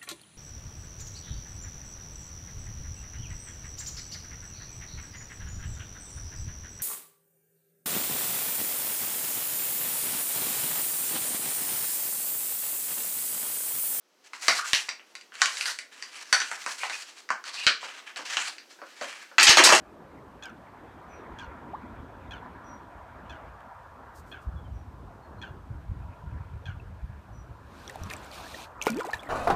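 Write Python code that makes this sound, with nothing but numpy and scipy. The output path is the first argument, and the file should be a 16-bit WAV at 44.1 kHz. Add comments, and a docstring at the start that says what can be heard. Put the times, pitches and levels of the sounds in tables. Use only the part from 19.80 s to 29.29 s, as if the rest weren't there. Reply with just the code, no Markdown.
"""A calm lake, the microphone by an inflatable boat. A hooked fish is drawn in across the water; the
line hisses out, and the fish swirls and dives close by with a slap of its tail. Spray ticks on the
surface, trapped bubbles ring and the hole in the water gulps shut. A waterfowl yelps about once a
second, echoed by the shore, small birds whistle far off, and light wind bumps the microphone."""
import sys
import numpy as np
from scipy import signal
from scipy.fft import rfft, irfft, next_fast_len
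from scipy.io import wavfile
from scipy.ndimage import map_coordinates

SR = 44100
rng = np.random.default_rng(int(sys.argv[2]) if len(sys.argv) > 2 else 0)


def wrap_up_sound(samples):
    """Save the sound to the file named by the first command line argument, as 16-bit audio."""
    columns = np.atleast_2d(samples).T
    # keep every value between -1 and 1, then stretch to whole-number steps
    tamed = np.clip(columns, -1, 1)
    steps = np.round(tamed * 32767).astype(np.int16)
    wavfile.write(sys.argv[1], SR, steps)


N = 418509
T = np.arange(N) / SR
BAND_LIMIT_HZ = 15420

# far wash of open air, relative levels: (time [s], low part [dB], middle part [dB], top part [dB])
AIR_LEVELS = [(0, -53, -56.5, -66.5), (0.7, -51.5, -55.5, -63), (1.4, -50, -50.5, -59.5),
              (2.1, -49.5, -51, -60), (3.0, -52.5, -51.5, -61), (3.2, -58, -49.5, -61.5),
              (3.65, -53, -48.5, -59.5), (3.9, -67, -50, -64), (4.3, -57.5, -51.5, -65.5),
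              (4.8, -56, -55.5, -68), (5.15, -54.5, -58.5, -69), (5.55, -51.5, -53.5, -74),
              (6.1, -57, -58.5, -66.5), (6.45, -56.5, -58, -64.5), (7.3, -60, -58, -66),
              (7.8, -55.5, -56, -70), (8.3, -51.5, -46.5, -61), (8.9, -56, -49.5, -89),
              (9.49, -54, -47, -77)]
# faint drone in the wash: (time [s], level [dB])
DRONE_LEVELS = [(0, -68), (1.2, -63.5), (1.65, -49.5), (2.3, -58.5), (2.8, -52.5), (3.3, -58.5), (4.0, -55),
                (4.8, -69), (5.6, -60), (6.0, -65.5), (6.35, -54.5), (7.2, -67), (9.49, -57)]
# spectra of the wash's three parts, its drone and the microphone's hiss: (frequency [Hz], gain [dB])
AIR_LOW_SPECTRUM = [(20, -31), (70, -5.5), (150, -4), (260, 1), (450, -5), (700, -9), (1200, -13.5),
                    (3000, -60)]
AIR_MID_SPECTRUM = [(200, -51), (450, -8), (620, 0.5), (800, 0.5), (980, 0.5), (1170, 0), (1350, -3),
                    (1620, -5.5), (2000, -18), (3000, -46), (16000, -78)]
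AIR_TOP_SPECTRUM = [(900, -42), (1400, 1), (1700, 4), (2050, -2.5), (2400, -3), (2700, -9.5), (3400, -12.5),
                    (5000, -26.5), (16000, -57)]
DRONE_SPECTRUM = [(780, -49), (910, -6), (980, -2), (1050, -9.5), (1200, -30), (1390, -7.5), (1560, -46),
                  (3000, -76)]
HISS_SPECTRUM = [(100, -16), (2500, 5.5), (5000, -1), (9000, -5.5), (11500, -6.5), (15500, -12)]

# breeze at the microphone: (time [s], relative level [dB])
BREEZE_LEVELS = [(0, -61.5), (1.3, -54.5), (2.2, -51.5), (3.5, -50.5), (3.9, -57), (4.55, -51.5),
                 (4.85, -43), (5.25, -50), (5.85, -45.5), (6.3, -44.5), (6.9, -41), (7.8, -47.5),
                 (8.6, -51.5), (9.49, -62)]
# gusts that bump the microphone: (time [s], length [s], level [dB])
GUSTS = [(1.52, 0.045, -46), (1.68, 0.011, -44.5), (2.19, .02, -45), (2.49, 0.028, -46), (3.51, .02, -46.5),
         (3.64, 0.087, -49.5), (4.672, 0.018, -31), (4.73, 0.032, -38), (4.88, 0.051, -41),
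         (5.7, 0.092, -44), (5.905, 0.012, -32.5), (5.945, 0.039, -39), (6.1, 0.019, -30),
         (6.165, 0.014, -38), (6.25, .05, -42), (6.435, 0.043, -36.5), (6.52, 0.043, -36),
         (6.605, .012, -37), (6.735, 0.026, -36), (6.87, 0.024, -38.5), (7.235, 0.0098, -34),
         (7.29, 0.029, -39), (7.695, 0.02, -43.5), (8.28, 0.021, -51), (9.345, 0.019, -44)]
# rumble of wind on the microphone: (frequency [Hz], gain [dB])
WIND_SPECTRUM = [(12, -49), (20, -32), (52, 0.5), (76, 1.5), (116, -4.5), (177, -15), (197, -12),
                 (221, -46), (260, -56), (340, -57), (570, -120)]

# waterfowl calls: (time [s], relative level [dB], lift of the top overtones [dB], top pitch [Hz])
YELPS = [(0.623, -36, 4, 855), (1.585, -39, 6, 840), (2.507, -37.5, 0, 839), (3.494, -39.5, 2.5, 857),
         (4.514, -38, -8, 851), (5.614, -38.5, 1.5, 843), (6.854, -39.5, 0, 837)]
# resonances of its throat: (frequency [Hz], gain [dB])
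THROAT_SPECTRUM = [(750, -15), (1400, 6), (1650, 4.5), (2050, -11), (2450, -4), (2700, -0.5), (3000, -5.5),
                   (3400, -1), (3750, -24), (4200, -11.5), (5000, -27), (6200, -18), (8000, -34.5),
                   (12000, -31)]
# drops landing on the lake: (time [s], tick peak [dB], bubble peak [dB], bubble pitch [Hz])
DROPS = [(0.637, -48, -37.5, 6800), (0.641, -52, -40, 3600), (0.6565, -38, -40, 5150),
         (0.698, -56, -55, 6050), (8.078, -41, -34, 5970), (8.0777, -58, -36, 3520),
         (8.097, -31, -32.5, 1920), (8.157, -41, -30.5, 816), (8.2356, -33, -34.5, 6030),
         (8.298, -50, -44, 2660), (8.33, -34, -42, 11000), (8.336, -25.5, -30.5, 2460),
         (8.366, -41, -35.5, 8000), (8.515, -43, -40, 4500), (9.015, -36, -21.5, 2710),
         (9.0219, -32, -31, 3320), (9.0247, -30, -23, 6440), (9.032, -39, -46, 7500),
         (9.0375, -32, -37, 5970), (9.0495, -41, -45, 8500), (9.054, -35, -44, 3600),
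         (9.061, -33, -31, 2970), (9.074, -24, -47, 4020), (9.0798, -28, -23.5, 1400),
         (9.093, -35, -31, 670), (9.103, -20.5, -39, 5570), (9.1197, -34, -48, 6000),
         (9.1445, -41, -42, 4650), (9.17, -31, -49, 4700), (9.186, -39, -46, 3300),
         (9.2092, -37, -26.5, 1320), (9.2325, -42, -49, 5400), (9.25, -39, -52, 5500),
         (9.257, -38, -38, 342), (9.2675, -35, -48, 3900), (9.3075, -41, -50, 5200),
         (9.314, -48, -41, 4350), (9.3415, -38, -31, 4030), (9.433, -42, -38.5, 2380)]
# distant songbirds: (time [s], length [s], relative level [dB], start pitch [Hz], end pitch [Hz])
WHISTLES = [(1.284, 0.12, -68, 6100, 5750), (2.838, 0.13, -63, 5890, 5740), (4.756, 0.06, -68, 3440, 3340),
            (4.842, 0.041, -69, 3220, 3070), (4.917, 0.12, -77, 5920, 5740),
            (5.415, 0.069, -77, 4350, 4250), (5.582, 0.03, -72, 4200, 4180), (7.524, 0.12, -68, 5890, 5850)]
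# hollows closing in the water: (time [s], length [s], start pitch [Hz], end pitch [Hz],
# start level [dB], end level [dB], swell midway [dB], lateness of the glide [power], raggedness [0-1])
GULPS = [(1.932, 0.031, 629, 1294, -36.5, -45, 9.5, 1.01, 0.2),
         (8.215, 0.058, 75.5, 98, -29.5, -42, -1.5, 1.1, 1),
         (9.094, .115, 228.4, 629, -26.5, -25.5, -3.5, 3.5, 0.7),
         (9.21, .095, 323.6, 1250, -45, -26, -8.5, 6, 0.74),
         (9.243, .013, 1090, 600, -29, -34, -0.5, 0.97, 0.56)]

# slaps, from small laps to the smack of the tail: (time [s], peak [dB], centre [Hz], decay time [s])
SLAPS = [(3.806, -46.5, 1390, 0.0013), (4.033, -56, 1150, 0.0071), (8.262, -36.5, 190, 0.01),
         (8.301, -30.5, 3500, 0.0028), (9.068, -11, 1000, 0.00086), (9.081, -32, 1700, 0.0082),
         (9.194, -30.5, 780, 0.011), (9.2035, -29.5, 1500, 0.0017), (9.248, -42, 800, 0.004),
         (9.3327, -24, 900, 0.0018)]
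# air driven under by the tail: (peak [dB], pitch [Hz], glide [octaves], time to the peak [s])
AIR_POCKETS = [(-16.5, 320, 1, 0.0025), (-19.5, 950, -0.35, 0.00075), (-27, 2430, -0.21, 0.0024)]

# thin swishes of the line: (time [s], length [s], level [dB])
LINE_SWISHES = [(4.36, 0.038, -60), (4.47, 0.051, -68.5), (4.62, 0.017, -69)]
# the line creeps out, then runs: (time [s], length [s], level [dB], rise time [s])
LINE_RUNS = [(8, 0.58, -58.5, 0.09), (8.532, 0.31, -50, 0.0064), (8.743, 0.08, -58, 0.027)]
# spectra of the swishing and the running line: (frequency [Hz], gain [dB])
SWISH_SPECTRUM = [(1500, -25), (3000, -9), (4500, 2), (8500, 2), (10500, 0), (15000, -5)]
RUN_SPECTRUM = [(880, -35), (1500, -26), (1780, -9), (2060, -5), (2410, 4.5), (2970, -1), (4080, 1),
                (4900, -4), (6240, -6), (7420, -10), (9400, -10), (14800, -18), (15500, -28), (16000, -47)]

# larger bubbles under the surface: (time [s], peak [dB], pitch [Hz])
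BUBBLES = [(6.998, -47.5, 2620), (8.311, -33, 1800), (8.663, -40, 1740), (8.743, -34, 1860),
           (9.025, -34, 2280), (9.084, -29, 1430), (9.09, -31.5, 2350), (9.131, -41, 2500),
           (9.16, -46, 1380), (9.176, -47, 2480), (9.192, -46, 3260), (9.203, -33, 1430),
           (9.214, -30.5, 1010), (9.3327, -20.5, 1765), (9.34, -33, 930), (9.34, -37, 2400),
           (9.393, -39.5, 3350), (9.402, -46, 3450), (9.47, -39.5, 1870)]
# water thrown up by the fish: (time [s], relative level [dB])
THROWS = [(8.097, -46.5), (8.312, -40.5), (8.43, -47.5), (9.022, -49), (9.066, -37.5), (9.083, -43),
          (9.1, -42), (9.172, -50), (9.205, -48), (9.265, -44.5), (9.345, -42)]
# spectra of droplets, froth and churned water: (frequency [Hz], gain [dB])
SPATTER_SPECTRUM = [(400, -22), (1500, -6), (3500, -4), (7000, 0), (10000, 3), (16000, -10)]
FROTH_SPECTRUM = [(400, -10), (1200, 2), (2400, 6.5), (3500, 0.5), (6000, -18)]
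CHURN_SPECTRUM = [(150, -33), (400, 7), (1200, 5), (2400, 0.5), (3500, -1), (5000, -24), (7000, -7),
                  (10000, -22), (16000, -16)]


def gain_of(db):
    """Decibels to gain."""
    return 10 ** (np.asarray(db) / 20)


def unit_rms(x):
    """Scales to rms 1."""
    return x / np.sqrt(np.mean(x ** 2) + 1e-20)


def db_at(spectrum, hz):
    """Reads a spectrum, its points joined on a log-frequency axis."""
    points_hz, db = np.transpose(spectrum)
    return np.interp(np.log(hz + 1), np.log(points_hz + 1), db)


def level(rows, column=1):
    """One dB column of a curve as a gain for every sample."""
    rows = np.asarray(rows)
    return gain_of(np.interp(T, rows[:, 0], rows[:, column]))


def add(mix, s, sound):
    """Mixes a sound in at time s."""
    part = mix[round(s * SR):][:len(sound)]
    part += sound[:len(part)]


def phase_of(hz):
    """Running phase of a moving pitch, in radians."""
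    return 2 * np.pi * np.cumsum(hz) / SR


def coloured(x, spectrum):
    """Filters a signal by a spectrum, at rms 1."""
    size = next_fast_len(len(x))
    gains = gain_of(db_at(spectrum, np.fft.rfftfreq(size, 1 / SR)))
    return unit_rms(irfft(rfft(x, size) * gains, size)[:len(x)])


def noise(spectrum):
    """Noise with a given spectrum."""
    return coloured(rng.standard_normal(N), spectrum)


def wander(t, per_s):
    """A random curve of about unit size; it holds still after its last knot."""
    knots = rng.standard_normal(4096)
    return np.interp(t * per_s, np.arange(len(knots)), knots)


def clicks(per_s, spread_db):
    """Clicks at random moments, most of them small."""
    chance, size = rng.random(N), np.minimum(rng.exponential(1, N), 3)
    return (chance < per_s / SR) * gain_of(spread_db * size)


def patchy(x, depth_db, width_hz, length_s):
    """Lets each region of pitch swell and fade by itself, as sound does over moving air and water."""
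    spectra = signal.stft(x, nperseg=512, noverlap=384)[2]
    bins, frames = np.indices(spectra.shape)
    where = [bins * SR / 512 / width_hz, frames * 128 / SR / length_s]
    patches = unit_rms(map_coordinates(rng.standard_normal((256, 800)), where, order=1))
    spectra = spectra * gain_of(depth_db * patches)
    return unit_rms(signal.istft(spectra, nperseg=512, noverlap=384)[1][:N])


def swell(s, length, rise_s, fall_s):
    """An envelope that grows up to time s, holds, and dies away."""
    rising = np.minimum((T - s) / rise_s, 0)
    falling = np.maximum(T - s - length, 0) / fall_s
    return np.exp(np.maximum(rising - falling, -30))


def swells(rows, rise_s, fall_s):
    """The joint envelope of events (time [s], length [s], level [dB])."""
    return np.sqrt(sum((gain_of(db) * swell(s, length, rise_s, fall_s)) ** 2 for s, length, db in rows))


def echoes(x, t60, top_hz):
    """A tail of sparse, dull reflections."""
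    t = T[:SR]
    taps = rng.standard_normal(SR) * (rng.random(SR) < .1) * (t > .004) * gain_of(-60 * t / t60)
    taps = signal.sosfilt(signal.butter(2, top_hz, fs=SR, output="sos"), taps)
    return signal.oaconvolve(x, taps / np.linalg.norm(taps) * np.sqrt(2 * top_hz / SR))[:N]


def open_air():
    """A far wash in three parts that swell separately, a faint drone, and steady microphone hiss."""
    low = patchy(noise(AIR_LOW_SPECTRUM), depth_db=3, width_hz=129, length_s=.04)
    low *= level(AIR_LEVELS, column=1) * gain_of(0.82)
    middle = patchy(noise(AIR_MID_SPECTRUM), depth_db=2.5, width_hz=240, length_s=.035)
    middle *= level(AIR_LEVELS, column=2)
    drone = noise(DRONE_SPECTRUM) * level(DRONE_LEVELS)
    top = patchy(noise(AIR_TOP_SPECTRUM), depth_db=3, width_hz=416, length_s=.035)
    top *= level(AIR_LEVELS, column=3)
    flicker = gain_of(-0.16 + 0.72 * wander(T, 11))
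    return low + drone + (middle + top) * flicker + gain_of(-70.5) * noise(HISS_SPECTRUM)


def wind(lumps_db=3.0, lumps_per_s=18):
    """Air rumbles right on the microphone: a lumpy breeze with brief gusts."""
    breeze = level(BREEZE_LEVELS) * gain_of(-1.5 + lumps_db * wander(T, lumps_per_s))
    gusts = swells(GUSTS, rise_s=0.006, fall_s=0.011)
    return noise(WIND_SPECTRUM) * np.hypot(breeze, gusts)


def waterfowl(length_s=0.083, crest_s=0.01314, jitter=0.026, rasp=0.36, rattle_hz=103, rattle_db=3.5):
    """Short rattling yelps: ragged harmonics through a fixed throat, echoed by the shore."""
    out = np.zeros(N)
    t = T[:int(length_s * SR)]
    past_crest = t - crest_s  # each call scoops up to its top pitch, cracks there, and sags
    scoop_hz = 1930 * np.maximum(-past_crest, 0)
    sag_hz = 202.5 * (1 - np.exp(-np.maximum(past_crest, 0) / 0.048))
    crack_db = 6.5 * np.exp(-(past_crest / 0.0031) ** 2)
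    bite = np.exp(-t / 0.013)  # it opens bright, then its weight falls to the low partials
    envelope = np.minimum(t / 0.003, 1) * gain_of(-9.5 * (t / length_s) ** 2.3)
    for s, db, top_db, top_hz in YELPS:
        hz = (top_hz - scoop_hz - sag_hz) * (1 + jitter * wander(t, 892))
        phase = phase_of(hz)
        voice = np.zeros(len(t))
        for k in range(1, 13):
            flutter_db = 4.5 * np.minimum(t / .04 + .2, 1) * wander(t, 150)
            opening_db = crack_db * (k in (4, 9)) + 12.5 * bite * np.clip((k - 3.2) / 2, -1, .5)
            colour_db = db_at(THROAT_SPECTRUM, k * hz) + top_db * (k > 5)
            dulling_db = 20 * k * t  # higher overtones die sooner
            size = gain_of(colour_db + flutter_db + opening_db - dulling_db)
            voice += size * np.sin(k * phase + 1.1 * wander(t, 170))
        voice = unit_rms(voice) + rasp * coloured(rng.standard_normal(len(t)), THROAT_SPECTRUM)
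        uneven_time = np.cumsum(1 + .22 * wander(t, rattle_hz)) / SR
        rattle = np.cos(2 * np.pi * rattle_hz * (uneven_time - crest_s))
        effort = envelope * gain_of(db + rattle_db * (rattle - .5))
        add(out, s, unit_rms(voice) * effort * signal.windows.tukey(len(t), .05))
    near = gain_of(-15.5) * echoes(out, t60=0.073, top_hz=5000)
    shore = gain_of(-12.5) * echoes(out, t60=0.49, top_hz=1920)
    return gain_of(-6) * out + near + shore


def impact(db, hz, decay_s):
    """A blow on the surface: a sharp burst of noise around a centre pitch."""
    t = T[:2048]
    band_hz = [hz / 1.4, min(hz * 1.4, BAND_LIMIT_HZ)]
    burst = rng.standard_normal(len(t)) * np.exp(-t / decay_s)
    burst = signal.lfilter(*signal.butter(1, band_hz, "bandpass", fs=SR), burst)
    return gain_of(db) * burst / abs(burst).max()


def air_pocket(hz, glide_oct, swell_s, roundness=1):
    """Trapped air swells into a ring and dies, its pitch sliding with its depth."""
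    age = T[:int(10 * swell_s * SR)] / swell_s
    pitch = hz * 2 ** (glide_oct * np.tanh(age / 4))
    return (age * np.exp(1 - age)) ** roundness * np.sin(phase_of(pitch))


def bubble(db, hz, glide_oct, swell_at_1khz_s, roundness=1):
    """A pocket of air timed by its size: the smaller and higher, the sooner it dies."""
    return gain_of(db) * air_pocket(hz, glide_oct, swell_at_1khz_s * np.sqrt(1000 / hz), roundness)


def drops():
    """Each drop ticks as it lands and sets a small bubble ringing."""
    out = np.zeros(N)
    for s, tick_db, bubble_db, hz in DROPS:
        add(out, s, impact(tick_db, hz=6150, decay_s=0.0015))
        add(out, s, bubble(bubble_db, hz, glide_oct=-0.1, swell_at_1khz_s=0.0013))
    return out


def songbirds():
    """Thin, far whistles that drop, level off and fade, fluttering on their way over the water."""
    out = np.zeros(N)
    for s, length, db, start_hz, end_hz in WHISTLES:
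        t = T[:int(length * SR)]
        progress = t / length
        hz = (end_hz + (start_hz - end_hz) * (1 - progress) ** 2) * (1 + 0.006 * wander(t, 900))
        flutter_db = 2.2 * wander(t, 90)
        envelope = gain_of(db + 5.5 + flutter_db) * np.sin(np.pi * progress ** 0.82)
        add(out, s, envelope * np.sin(phase_of(hz)))
    return out + gain_of(-8) * echoes(out, t60=.32, top_hz=7000)


def gulps(wobble=0.12, overtone=0.14):
    """A hollow in the water rings, gliding in pitch and trembling more as it closes."""
    out = np.zeros(N)
    for s, length, start_hz, end_hz, start_db, end_db, swell_db, lateness, ragged in GULPS:
        t = T[:int(length * SR)]
        progress = t / length
        tremble = ragged * (.5 + progress)
        glide_hz = start_hz + (end_hz - start_hz) * progress ** lateness
        phase = phase_of(glide_hz * (1 + wobble * tremble * wander(t, 348.5)))
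        arc_db = start_db + (end_db - start_db) * progress + swell_db * np.sin(np.pi * progress)
        size = gain_of(arc_db + 3 * tremble * wander(t, 218))
        # the ragged wall of the hollow adds a fitful upper mode
        ring = np.sin(phase) + ragged * overtone * (1 + wander(t, 204)) * np.sin(2.3 * phase)
        gurgle = 1 + .3 * tremble * progress * wander(t, 800)
        add(out, s, size * signal.windows.tukey(len(t), .15) * ring * gurgle)
    return out


def slaps():
    """Water is slapped or shoved; the hardest blow, from the tail, drives air under the surface."""
    out = np.zeros(N)
    for s, db, hz, decay_s in SLAPS:
        add(out, s, impact(db, hz, decay_s))
    tail_s = max(SLAPS, key=lambda row: row[1])[0]
    for db, hz, glide_oct, swell_s in AIR_POCKETS:
        add(out, tail_s, gain_of(db) * air_pocket(hz, glide_oct, swell_s))
    return out


def fishing_line():
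    """Line slides out under an uneven load: hiss and fine slips, thinner when it only swishes."""
    pull = sum(gain_of(db) * swell(s, length, rise_s, fall_s=0.016)
               for s, length, db, rise_s in LINE_RUNS)
    pull *= gain_of(0.5 * wander(T, 25))
    rubbing = rng.standard_normal(N) + gain_of(-1) * unit_rms(clicks(per_s=1500, spread_db=3))
    rubbing = coloured(rubbing - rubbing.mean(), RUN_SPECTRUM)
    running = patchy(rubbing, depth_db=1.5, width_hz=940, length_s=.014) * pull
    swishing = noise(SWISH_SPECTRUM) * swells(LINE_SWISHES, rise_s=0.011, fall_s=0.015)
    return (running + swishing) * gain_of(0.75 * wander(T, 570))


def large_bubbles():
    """Single bubbles ring out from under the surface at a nearly steady pitch."""
    out = np.zeros(N)
    for s, db, hz in BUBBLES:
        add(out, s, bubble(db, hz, glide_oct=0.011, swell_at_1khz_s=0.0045, roundness=1.7))
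    return out


def thrown_water(hold_s=.003, rise_s=0.0096):
    """How much water is in motion: each throw is a quick burst, then a long patter as it rains back."""
    throws = [(s, hold_s, db) for s, db in THROWS]
    burst = swells(throws, rise_s, fall_s=0.01)
    patter = gain_of(-14) * swells(throws, rise_s, fall_s=0.36)
    return np.hypot(burst, patter)


def spray(ticks_per_s=2400, tick_kinds=12, bubbles_per_s=1300, bubble_sizes=24, swell_cycles=7.3):
    """A dense spatter of droplets and a froth of small bubbles, over the slosh of churned water."""
    tick_decay = np.exp(-T[:256] / 0.00046)
    spatter, froth = np.zeros(N), np.zeros(N)
    for _ in range(tick_kinds):
        landings = clicks(ticks_per_s / tick_kinds, spread_db=8)
        tick = tick_decay * rng.standard_normal(len(tick_decay))
        spatter += signal.oaconvolve(landings, tick)[:N]
    spatter = patchy(coloured(spatter, SPATTER_SPECTRUM), depth_db=4, width_hz=1080, length_s=0.013)
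    for hz in np.geomspace(900, 5600, bubble_sizes):
        births = clicks(bubbles_per_s / bubble_sizes, spread_db=5)
        ring = air_pocket(hz, glide_oct=-0.076, swell_s=swell_cycles / hz)
        froth += unit_rms(signal.oaconvolve(births, ring)[:N])
    froth = coloured(froth, FROTH_SPECTRUM)
    churn = patchy(noise(CHURN_SPECTRUM), depth_db=1.5, width_hz=390, length_s=.014)
    return (gain_of(-10) * spatter + gain_of(-3) * froth + gain_of(-6) * churn) * thrown_water()


def scene():
    """Close by, the splash, its faint reflections off the boat and the line; around, birds and air."""
    splash = slaps() + large_bubbles() + gulps() + drops() + spray()
    off_boat = gain_of(-13.5) * echoes(splash, t60=0.12, top_hz=6100)
    return (splash + off_boat + fishing_line() + waterfowl() + songbirds() + open_air() + wind())[None]


def record(dry, notch_hz=10400, notch_q=12):
    """One microphone with a narrow dip in its treble and a steep band limit."""
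    notched = signal.lfilter(*signal.iirnotch(notch_hz, notch_q, fs=SR), dry)
    lowpass = signal.firwin(511, BAND_LIMIT_HZ, window=("kaiser", 9), fs=SR)
    return signal.oaconvolve(.3 * dry + .7 * notched, lowpass[None], "same")


dry = scene()
out = record(dry)
wrap_up_sound(out)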